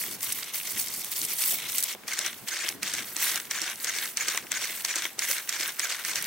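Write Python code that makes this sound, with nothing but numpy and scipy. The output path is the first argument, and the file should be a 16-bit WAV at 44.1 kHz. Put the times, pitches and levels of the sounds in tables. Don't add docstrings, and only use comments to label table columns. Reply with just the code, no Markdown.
import sys
import numpy as np
from scipy import signal
from scipy.fft import rfft, irfft, next_fast_len
from scipy.io import wavfile
from scipy.ndimage import uniform_filter1d, map_coordinates

SR = 44100
rng = np.random.default_rng(int(sys.argv[2]) if len(sys.argv) > 2 else 0)


def unload_wav(signal):
    wavfile.write(
        sys.argv[1],
        SR,
        np.round(np.clip(np.atleast_2d(signal).T, -1, 1) * 32767).astype(np.int16),
    )


def linear_from_db(decibels):
    return 10 ** (np.asarray(decibels, float) / 20)


N = 276066
TIME = np.arange(N) / SR
CUT = 1.951
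TOP_HZ = 15850


def unit(x):
    return x / np.sqrt(np.mean(x ** 2) + 1e-20)


def along(points, hz):
    f, value = np.transpose(points)
    return np.interp(np.log(hz + 1), np.log(f + 1), value)


def filtered(x, response):
    m = next_fast_len(N + 8192)
    return irfft(rfft(x, m) * response(np.fft.rfftfreq(m, 1 / SR)), m)[..., :N]


def body(modes):
    def response(f):
        total = 0
        for k, (centre, width, db) in enumerate(modes):
            damping = 1j * f * width
            total = total + (-1) ** k * linear_from_db(db) * damping / (centre * centre - f * f + damping)
        return total
    return response


def wobble(rate):
    return map_coordinates(rng.standard_normal(int(N * rate / SR) + 4), [np.arange(N) * rate / SR])


# pitch_hz, level_db per Hz
CITY_COLOUR = [(20, -34), (65, -17), (100, -13.5), (223, -10.5), (309, -12.5), (373, -11), (560, -12.5),
               (714, -10.5), (840, -10.5), (1610, -11.5), (4490, -18.5), (11300, -20), (16000, -18.5)]
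# pitch_hz, side_over_mid_db
CITY_WIDTH = [(60, -10), (300, -4), (1300, -7), (4400, -1), (15000, -9)]
# time_s, level_db
CITY_SWELL = [(0.0, -58), (.12, -56), (.25, -60), (.4, -59), (.46, -66), (.74, -55), (.88, -56), (1.0, -59),
              (1.14, -62), (1.25, -57), (1.38, -64), (1.62, -57), (1.8, -62), (2.1, -62), (2.35, -61),
              (2.55, -67), (2.83, -57), (3.08, -59), (3.3, -62), (4.1, -62), (4.35, -58), (4.77, -64),
              (5.99, -65), (6.25, -58)]


def city():
    swell = linear_from_db(np.interp(TIME, *np.transpose(CITY_SWELL)) + 2.0 + 1.6 * wobble(14))

    def tint(f):
        return linear_from_db(along(CITY_COLOUR, f) + [0 * f, along(CITY_WIDTH, f)])

    pair = filtered(rng.standard_normal((2, N)), tint)
    bass = filtered(pair, lambda f: 1 / (1 + (f / 400) ** 4))
    hiss = pair - bass
    hiss_gain = linear_from_db(-49.5 - 1.2 * (TIME > CUT))
    mid, side = swell * bass / np.std(bass[0]) + hiss_gain * hiss / np.std(hiss[0])
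    return np.array([mid + side, mid - side])


# peak_s, half_length_s, level_db, pitch_hz
WIND_PUFFS = [(.09, .07, -55, 280), (.3, .06, -60, 150), (.75, .03, -55, 200), (.99, .04, -58, 180),
              (1.24, .04, -52, 250), (1.32, .015, -56, 250), (1.56, .04, -59, 200), (1.955, .012, -55, 220),
              (2.05, .012, -55, 230), (2.37, .012, -56, 280), (2.435, .022, -50, 180),
              (2.77, .04, -55, 220), (2.84, .03, -50, 200), (3.005, .022, -50, 190), (3.12, .015, -57, 280),
              (3.48, .02, -59, 200), (3.62, .02, -56, 220), (3.86, .03, -60, 200), (4.44, .02, -56, 230),
              (4.53, .02, -56, 230), (6.25, .02, -55, 200)]


def puffs():
    out, t = np.zeros((2, N + SR)), np.arange(SR // 2) / SR
    apart = .5
    noises = rng.standard_normal((len(WIND_PUFFS), 2, len(t)))
    for (s, half, db, hz), noise in zip(WIND_PUFFS, noises):
        bell = np.exp(-((t - .25) / half) ** 2)
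        band = signal.butter(2, [hz / 1.6, hz * 1.6], "bandpass", fs=SR)
        mid, side = signal.lfilter(*band, noise)
        lump = bell * np.array([mid + apart * side, mid - apart * side])
        level = linear_from_db(db + 2.5) * np.linalg.norm(bell) / np.linalg.norm(bell * mid)
        start = round(s * SR) + SR // 4
        out[:, start:start + len(t)] += level * lump
    return out[:, SR // 2:][:, :N]


# start_s, peak_db, pitch_hz
BODY_KNOCKS = [(0.981, -49, 324), (1.064, -46.5, 400), (1.527, -43.5, 713), (1.948, -42.5, 497),
               (2.05, -48, 473), (2.189, -44, 360), (2.369, -61, 342), (2.645, -45, 345),
               (2.75, -45.5, 285), (3.025, -45.5, 287), (3.116, -58, 350), (3.619, -41, 312),
               (3.842, -49, 482), (4.28, -43.5, 360), (4.344, -43, 700), (4.622, -48, 623),
               (4.445, -46, 330), (4.7, -48, 340), (4.961, -42, 348), (2.7, -44, 340), (2.94, -44, 335),
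               (3.165, -47, 335), (5.05, -47, 340), (5.181, -45.5, 397), (5.297, -44, 554),
               (5.6, -42, 330), (6.149, -47, 630)]


def knocks():
    out, t = np.zeros(N + SR), np.arange(SR // 8) / SR
    dull_band = signal.butter(2, [250, 900], "bandpass", fs=SR)
    noises = rng.standard_normal((len(BODY_KNOCKS), len(t)))
    for (s, db, hz), noise in zip(BODY_KNOCKS, noises):
        dull = unit(signal.lfilter(*dull_band, noise))
        ring = np.sin(2 * np.pi * hz * t) + 0.8 * dull
        push = 1 - np.exp(-t / 0.0016)
        fade = linear_from_db(db + 4.5 - 60 * t / 0.064)
        out[round(s * SR):][:len(t)] += fade * push * ring
    return out[:N]


# start_s, peak_db, pitch_hz
FAR_TICKS = [(.0144, -24, 1800), (.0374, -23, 2200), (.0804, -30, 3000), (.2254, -26, 6000),
             (.3024, -23, 2500), (.4294, -24, 4000), (.6004, -25, 3000), (.6114, -26, 2600),
             (.6325, -28, 4500), (.6983, -25, 7000), (.7746, -24, 6900), (.8254, -22, 6850),
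             (.9936, -25, 7500), (1.1274, -26, 2500), (1.1618, -21, 7060), (1.2314, -25, 3000),
             (1.2885, -26, 7070), (1.3663, -25, 8300), (1.4084, -20, 7680), (1.4374, -20, 4590),
             (1.4634, -20, 10000), (1.4764, -21, 10000), (1.5115, -20, 5000), (1.5234, -19, 11000),
             (1.5424, -22, 5000), (1.5853, -25, 8000), (1.6866, -24, 4500), (1.8044, -24, 8200),
             (1.8874, -24, 5000), (1.9264, -26, 8000)]
# start_s, peak_db, pitch_hz
CLOSE_TICKS = [(2.0348, -36, 1800), (2.1884, -20, 2400), (2.3424, -33, 3500), (2.4733, -26, 1900),
               (2.5724, -22, 5410), (2.6449, -26, 2200), (2.6628, -21, 3200), (2.6843, -16, 3450),
               (2.7124, -29, 3740), (2.7244, -29, 2500), (2.8614, -22, 4500), (2.9494, -22, 5500),
               (3.043, -30, 2420), (3.0754, -32, 4000), (3.3583, -22, 2900), (3.3987, -24, 2500),
               (3.4526, -33, 2800), (3.4694, -34, 2800), (3.6404, -22, 2500), (3.8003, -29, 4150),
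               (3.8696, -23, 2500), (3.9365, -23, 2500), (4.0253, -22, 3320), (4.0751, -26, 2800),
               (4.4244, -32, 2830), (4.5426, -22, 2800), (4.6614, -27, 3000), (4.7506, -27, 3000),
               (4.8055, -30, 2500), (4.9944, -25, 3000), (5.131, -35, 11000), (5.4748, -28, 2500),
               (5.4825, -30, 12000), (5.76, -33, 11000), (5.7673, -33, 2310), (5.9963, -28, 2260),
               (6.0384, -27, 3680), (6.0492, -20, 1960), (6.1574, -22, 2300), (6.2504, -22, 3250)]


def rattles():
    out, t = np.zeros(N + SR), np.arange(500) / SR
    swell_s, gain_db, span = .0008, -1.5, 1.45
    rows = FAR_TICKS + CLOSE_TICKS
    for (s, db, hz), noise in zip(rows, rng.standard_normal((len(rows), len(t)))):
        band = signal.butter(2, [hz / span, min(hz * span, TOP_HZ)], "bandpass", fs=SR)
        burst = signal.lfilter(*band, t * np.exp(-t / swell_s) * noise)
        out[round(s * SR):][:len(t)] += linear_from_db(db + gain_db) * burst / np.abs(burst).max()
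    return out[:N]


# half of left_over_right_db for housing, shell and grass
LAYER_LEAN = [0.6, -0.1, -0.9]


def leaning(layers):
    return np.array([linear_from_db(LAYER_LEAN) @ layers, linear_from_db(-np.array(LAYER_LEAN)) @ layers])


# pitch_hz, width_hz, level_db
HOUSING_MODES = [(1052, 420, -6), (1634, 480, -1), (1896, 270, 2.5), (2170, 300, 1), (2806, 624, -3.5),
                 (3650, 1040, -5.5)]


def housing(f):
    return body(HOUSING_MODES)(f) * (1j * f / 900) ** 2 / (1 + 1j * f / 900) ** 2


# lift_s, turn_s, landing_s, lift_click_db, landing_db
TROT = [(2.081, 2.185, 2.266, -28, -34), (2.4846, 2.585, 2.672, -27, -33),
        (2.8303, 2.938, 2.998, -21.5, -37), (3.1656, 3.27, 3.362, -22, -34),
        (3.511, 3.618, 3.7, -20.5, -35), (3.845, 3.945, 4.03, -21, -35.5), (4.172, 4.28, 4.36, -20, -34),
        (4.5182, 4.619, 4.71, -19, -37.5), (4.8488, 4.956, 5.045, -16.5, -33.5),
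        (5.1922, 5.3, 5.377, -20, -35), (5.492, 5.6, 5.685, -17.5, -36), (5.7953, 5.9, 6.002, -19, -39.5),
        (6.0501, 6.157, 6.25, -22.5, -35)]
# start_s, level_db
LEG_TICKS = [(.208, -32), (.4425, -33), (.5376, -31), (.6722, -30.5), (.884, -29), (.9398, -32),
             (1.2163, -23), (1.3181, -29), (2.135, -25.5), (2.1902, -20), (2.2624, -22), (2.2773, -32),
             (2.6892, -19), (2.9374, -22.5), (3.0234, -36), (3.3582, -21.5), (3.3758, -29), (3.4, -29),
             (3.6173, -24), (3.6996, -30), (3.7577, -34.5), (4.2836, -20.5), (4.375, -25), (4.9583, -22),
             (5.0436, -31), (4.986, -28), (5.382, -29), (5.5996, -29), (5.9, -32), (6.157, -24),
             (6.2426, -27)]
# start_s, level_db
HOUSING_CLUNKS = [(.3878, -22), (1.949, -28), (2.248, -21), (2.3294, -26.5), (2.5662, -21), (2.6754, -19),
                  (2.983, -17), (3.1983, -18), (3.595, -20), (3.678, -19), (3.71, -30), (3.7313, -25),
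                  (4.258, -22), (4.347, -20), (4.375, -12), (4.468, -30), (4.939, -21), (5.0533, -14),
                  (4.6105, -24), (4.9854, -31), (5.0218, -15), (5.0736, -35), (5.221, -22), (5.2852, -20),
                  (5.579, -24), (5.659, -19), (5.6926, -18), (5.904, -18), (5.947, -20), (6.1343, -27)]
# start_s, level_db
LEAF_SNAPS = [(.111, -32), (.2303, -23), (.3235, -19.5), (.3275, -23), (.798, -21), (.8615, -28),
              (1.0456, -25), (1.0576, -38), (1.1177, -28), (1.123, -33), (1.2506, -22), (1.787, -25),
              (1.3332, -32), (1.6675, -34), (1.721, -28), (1.783, -15.5), (1.827, -20), (1.8362, -19),
              (1.84, -20), (3.1062, -38), (3.416, -34), (5.3127, -19), (5.6781, -25.5), (5.721, -34),
              (6.2243, -23)]


def contacts():
    lifts = [(lift, lift_db) for lift, turn, land, lift_db, land_db in TROT]
    kinds = [(lifts, (-1.5, 0.1, -16)),
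             (LEG_TICKS, (-10, 0.1, -10)),
             (HOUSING_CLUNKS, (0.1, -15, -27)),
             (LEAF_SNAPS, (-25, -7.5, 0.1))]
    return [(s, *np.add(colour, db)) for table, colour in kinds for s, db in table]


# pitch_hz, width_hz, level_db
STRUCK_SHELL = [(4100, 1100, -0.5), (5900, 750, 5), (8000, 1600, 1)]


def clicks():
    blows, lead = np.zeros((3, N + 900)), 130
    t = (np.arange(700) - lead) / SR
    before = .7 * np.exp(t / .0007)
    after = np.exp(-t / .0011) + .2 * np.exp(-t / .004)
    shape = np.where(t < 0, before, after)
    rows = contacts()
    for (s, *dbs), noise in zip(rows, rng.standard_normal((len(rows), len(t)))):
        burst = shape * noise
        start = round(s * SR) - lead
        blows[:, start:start + len(t)] += linear_from_db(dbs)[:, None] * burst / np.linalg.norm(burst)

    def bright(f):
        return linear_from_db(along([(4000, -39), (8000, -3), (10000, 4), (16000, 1)], f))

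    low, shell, crack = blows[:, :N]
    through_housing = linear_from_db(24) * filtered(low, housing)
    through_shell = linear_from_db(24) * filtered(shell, body(STRUCK_SHELL))
    bare = linear_from_db(18) * filtered(crack, bright)
    return leaning(np.array([through_housing, through_shell, bare]))


# peak_s, top_hz, stop_s (until standstill), level_db
MOTOR_WHINES = [(2.128, 6500, .06, -48), (2.221, 6150, .07, -49), (2.524, 6400, .04, -42),
                (2.615, 7300, .06, -46), (2.876, 7600, .045, -47), (3.225, 8000, .06, -44),
                (3.562, 7300, .045, -43), (3.889, 6650, .04, -39), (4.219, 6950, .05, -39),
                (4.561, 6950, .04, -38), (4.903, 7400, .045, -42), (5.236, 6800, .045, -39),
                (5.54, 7000, .045, -45), (5.839, 6900, .045, -38), (6.099, 6600, .04, -44),
                (6.199, 5850, .05, -47)]


def whine():
    out = np.zeros(N)
    flutter, rough, coarse = wobble(470), wobble(250), wobble(250)
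    for s, top_hz, stop, db in MOTOR_WHINES:
        u = np.linspace(-.6, .6, round(1.2 * stop * SR))
        start = round((s - .6 * stop) * SR)
        at = slice(start, start + len(u))
        hz = top_hz * (1 - u ** 2) * (1 + .007 * flutter[at])
        turn = 2 * np.pi * np.cumsum(hz) / SR
        mesh = rough[at] * np.sin(turn / 3) + .6 * coarse[at] * np.sin(turn / 4)
        out[at] += linear_from_db(db + 6) * np.exp(-(u / .4) ** 4) * (np.sin(turn) + mesh)
    return out * linear_from_db(2.5 * wobble(200))


def chatter(rate, spread_db, hiss, lumpy_db, patchy_db):
    hit = rng.random(N) < rate / SR
    size = linear_from_db(spread_db * np.minimum(rng.exponential(size=N), 2.3))
    impacts = hit * size * rng.choice([-1, 1], N)
    rough = linear_from_db(lumpy_db * wobble(220)) * (unit(impacts) + hiss * rng.standard_normal(N))
    z = signal.stft(rough, nperseg=256)[2]
    field = uniform_filter1d(rng.standard_normal(z.shape), size=5, axis=0)
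    field = uniform_filter1d(field, size=3, axis=1)
    return signal.istft(z * linear_from_db(patchy_db * unit(field)), nperseg=256)[1][:N]


# peak_after_moment_s, rise_s, fall_s, housing_db, shell_db, grass_db
STEP_JERK = (.005, .009, .008, -35, -38, -42)
STEP_SWING = (.045, .024, .033, -34.5, -35.5, -45)
STEP_TURN = (.008, .016, .037, -33.8, -34.2, -48)
STEP_LANDING = (.001, .028, .024, 0.1, -7, -9)
STEP_SETTLE = (.03, .03, .04, -14, -18, -15)
# peak_s, rise_s, fall_s, level_db
CLOSE_DRAGS = [(2.35, .06, .1, -48), (2.487, .014, .009, -40), (2.72, .02, .012, -44),
               (2.75, .012, .006, -50), (3.02, .04, .03, -48), (3.08, .03, .03, -44), (3.46, .03, .03, -49),
               (3.8, .03, .02, -48), (3.135, .07, .03, -43), (3.25, .04, .075, -29.5),
               (3.42, .02, .02, -46), (3.72, .01, .045, -50), (3.846, .037, .005, -37.5),
               (4.03, .055, .075, -37.5), (4.356, .069, .025, -43), (5.44, .03, .03, -47),
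               (4.465, .043, .043, -50), (4.65, .03, .03, -42), (4.715, .027, .007, -39),
               (4.758, .026, .059, -37.5), (5.075, .089, .093, -55), (5.249, .028, .008, -37),
               (5.306, .027, .04, -30.5), (5.419, .0055, .04, -47), (5.48, .012, .015, -45),
               (5.62, .04, .09, -41), (5.77, .025, .02, -47), (5.829, .029, .041, -43),
               (6.002, .045, .015, -46), (6.098, .04, .017, -37), (6.18, .03, .04, -42)]
# peak_s, rise_s, fall_s, level_db
FAR_DRAGS = [(.01, .03, .044, -32), (.08, .09, .035, -43), (.13, .019, .025, -40),
             (.243, .013, .0053, -28.5), (.294, .058, .066, -35.5), (.382, .016, .021, -37.5),
             (.438, .057, .009, -44), (.49, .037, .022, -45), (.548, .011, .046, -32),
             (.677, .037, .015, -37.5), (.705, .011, .026, -33.5), (.754, .017, .09, -39),
             (.804, .021, .021, -29), (.877, .02, .052, -39.5), (.939, .014, .035, -35),
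             (1.005, .018, .014, -36), (1.046, .017, .042, -39), (1.127, .015, .009, -33),
             (1.183, .025, .021, -30.5), (1.236, .014, .023, -31), (1.3, .018, .06, -33.5),
             (1.422, .032, .05, -27), (1.515, .055, .038, -27), (1.591, .013, .084, -40),
             (1.7, .014, .03, -35), (1.758, .015, .033, -30), (1.786, .008, .034, -34),
             (1.833, .0043, .085, -39), (1.902, .013, .026, -39)]
# time_s, housing_db
FAR_EFFORT = [(0.0, -45), (.1, -46), (.15, -52), (.21, -40), (.4, -44), (.61, -38), (.7, -44), (.83, -42),
              (.94, -48), (1.05, -43), (1.3, -39.5), (1.5, -37.5), (1.8, -40), (1.87, -44), (1.95, -39)]


def strokes():
    rows = []
    for lift, turn, land, lift_db, land_db in TROT:
        turn_db = .2 * (lift_db + 20)
        phases = [(lift, STEP_JERK, 0), (lift, STEP_SWING, 0), (turn, STEP_TURN, turn_db),
                  (land, STEP_LANDING, land_db), (land, STEP_SETTLE, land_db)]
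        for s, (lag, rise, fall, *dbs), db in phases:
            rows.append((s + lag, rise, fall, *np.add(dbs, db)))
    for s, rise, fall, db in CLOSE_DRAGS:
        rows.append((s, rise, fall, db - 5.5, db - 6.5, db))
    for s, rise, fall, db in FAR_DRAGS:
        gear_db = np.interp(s, *np.transpose(FAR_EFFORT))
        shell_db = -40 + .6 * (db + 35)
        rows.append((s, rise, fall, gear_db, shell_db, db))
    return rows


def effort():
    power = np.zeros((3, N))
    for s, rise, fall, *dbs in strokes():
        near = slice(max(round((s - 3 * rise) * SR), 0), round((s + 3 * fall) * SR))
        late = TIME[near] - s
        bell = np.exp(-(late / np.where(late < 0, rise, fall)) ** 2)
        same_scene = (TIME[near] < CUT) == (s < CUT)
        power[:, near] += linear_from_db(dbs)[:, None] ** 2 * bell * same_scene
    return np.sqrt(power)


# pitch_hz, width_hz, level_db
TRUNK = [(332, 35, 2), (642, 260, -3.5)]
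# pitch_hz, width_hz, level_db
MOTOR_CANS = [(1600, 120, 0.1)]
# pitch_hz, level_db
LAWN_LOSS = [(300, -3.5), (1100, -2), (1600, -5), (2200, -.3), (3500, 2.5)]
# time_s, level_db
LEG_LOAD = [(0, 1), (.9, .1), (1.25, -2), (1.9, 1), (2.12, -1), (2.3, -2), (2.55, -3), (2.9, -1),
            (3.25, -4), (3.55, .1), (3.8, -3), (4.3, .1), (4.55, -.1), (4.7, -5), (5., -1), (5.25, -4),
            (5.7, .1), (6.25, -1)]


def gears(teeth):
    ringing = unit(filtered(teeth, housing)) + linear_from_db(-20) * unit(filtered(teeth, body(TRUNK)))
    far = filtered(ringing, lambda f: linear_from_db(along(LAWN_LOSS, f)))
    close = linear_from_db(-.5) * ringing - linear_from_db(-15) * unit(filtered(teeth, body(MOTOR_CANS)))
    geared = np.where(np.arange(N) < CUT * SR, far, close)
    low = filtered(geared, lambda f: 1 / (1 + (f / 1800) ** 8) / (1 + (900 / (f + 1)) ** 8))
    load_db = np.interp(TIME, *np.transpose(LEG_LOAD)) + 1.5 * wobble(25)
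    return geared + (linear_from_db(load_db) - 1) * low


# pitch_hz, width_hz, level_db
SHELL_MODES = [(4436, 250, 5.5), (5670, 1034, 1.5), (6710, 990, 3), (8170, 1470, -1)]
# pitch_hz, level_db per Hz
GRASS_COLOUR = [(3000, -19), (6000, -14.5), (8000, 1.5), (11000, 2.5), (15800, 4), (17000, -11)]


def legs():
    teeth = chatter(2500, spread_db=4, hiss=0.59, lumpy_db=2.1, patchy_db=2.0)
    blades = chatter(5000, spread_db=3, hiss=0.43, lumpy_db=1.4, patchy_db=3.5)
    shells = unit(filtered(teeth, body(SHELL_MODES)))
    brushed = unit(filtered(blades, lambda f: linear_from_db(along(GRASS_COLOUR, f))))
    return leaning(linear_from_db(0.5) * effort() * [gears(teeth), shells, brushed])


# pitch_hz, side_over_mid_db
ROBOT_WIDTH = [(200, -14), (450, -5), (900, -18), (1500, -13), (2200, -9.5),  (6000, -.6), (9000, -8.5),
               (15000, -6.5)]


def ports(x, drift):
    hz, _, z = signal.stft(x, SR, nperseg=128)
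    phase = drift * unit(uniform_filter1d(rng.standard_normal(z.shape), 24, 1))
    turned = z * np.exp(1j * phase) * linear_from_db(along(ROBOT_WIDTH, hz))[:, None]
    side = signal.istft(turned, SR, nperseg=128)[1][:N]
    return np.array([side, -side])


def scene():
    background = city() + puffs()
    robot = knocks() + rattles() + clicks() + whine() + legs()
    return background + robot + linear_from_db(1.0) * ports(robot.mean(0), drift=3.12)


def roll_off(x):
    return signal.sosfilt(signal.butter(12, 17040, fs=SR, output="sos"), x)


def record(dry):
    heard = filtered(dry, lambda hz: (hz < TOP_HZ) * hz ** 2 / (hz ** 2 + 63 ** 2))
    return roll_off(heard)


dry = scene()
out = record(dry)
unload_wav(out)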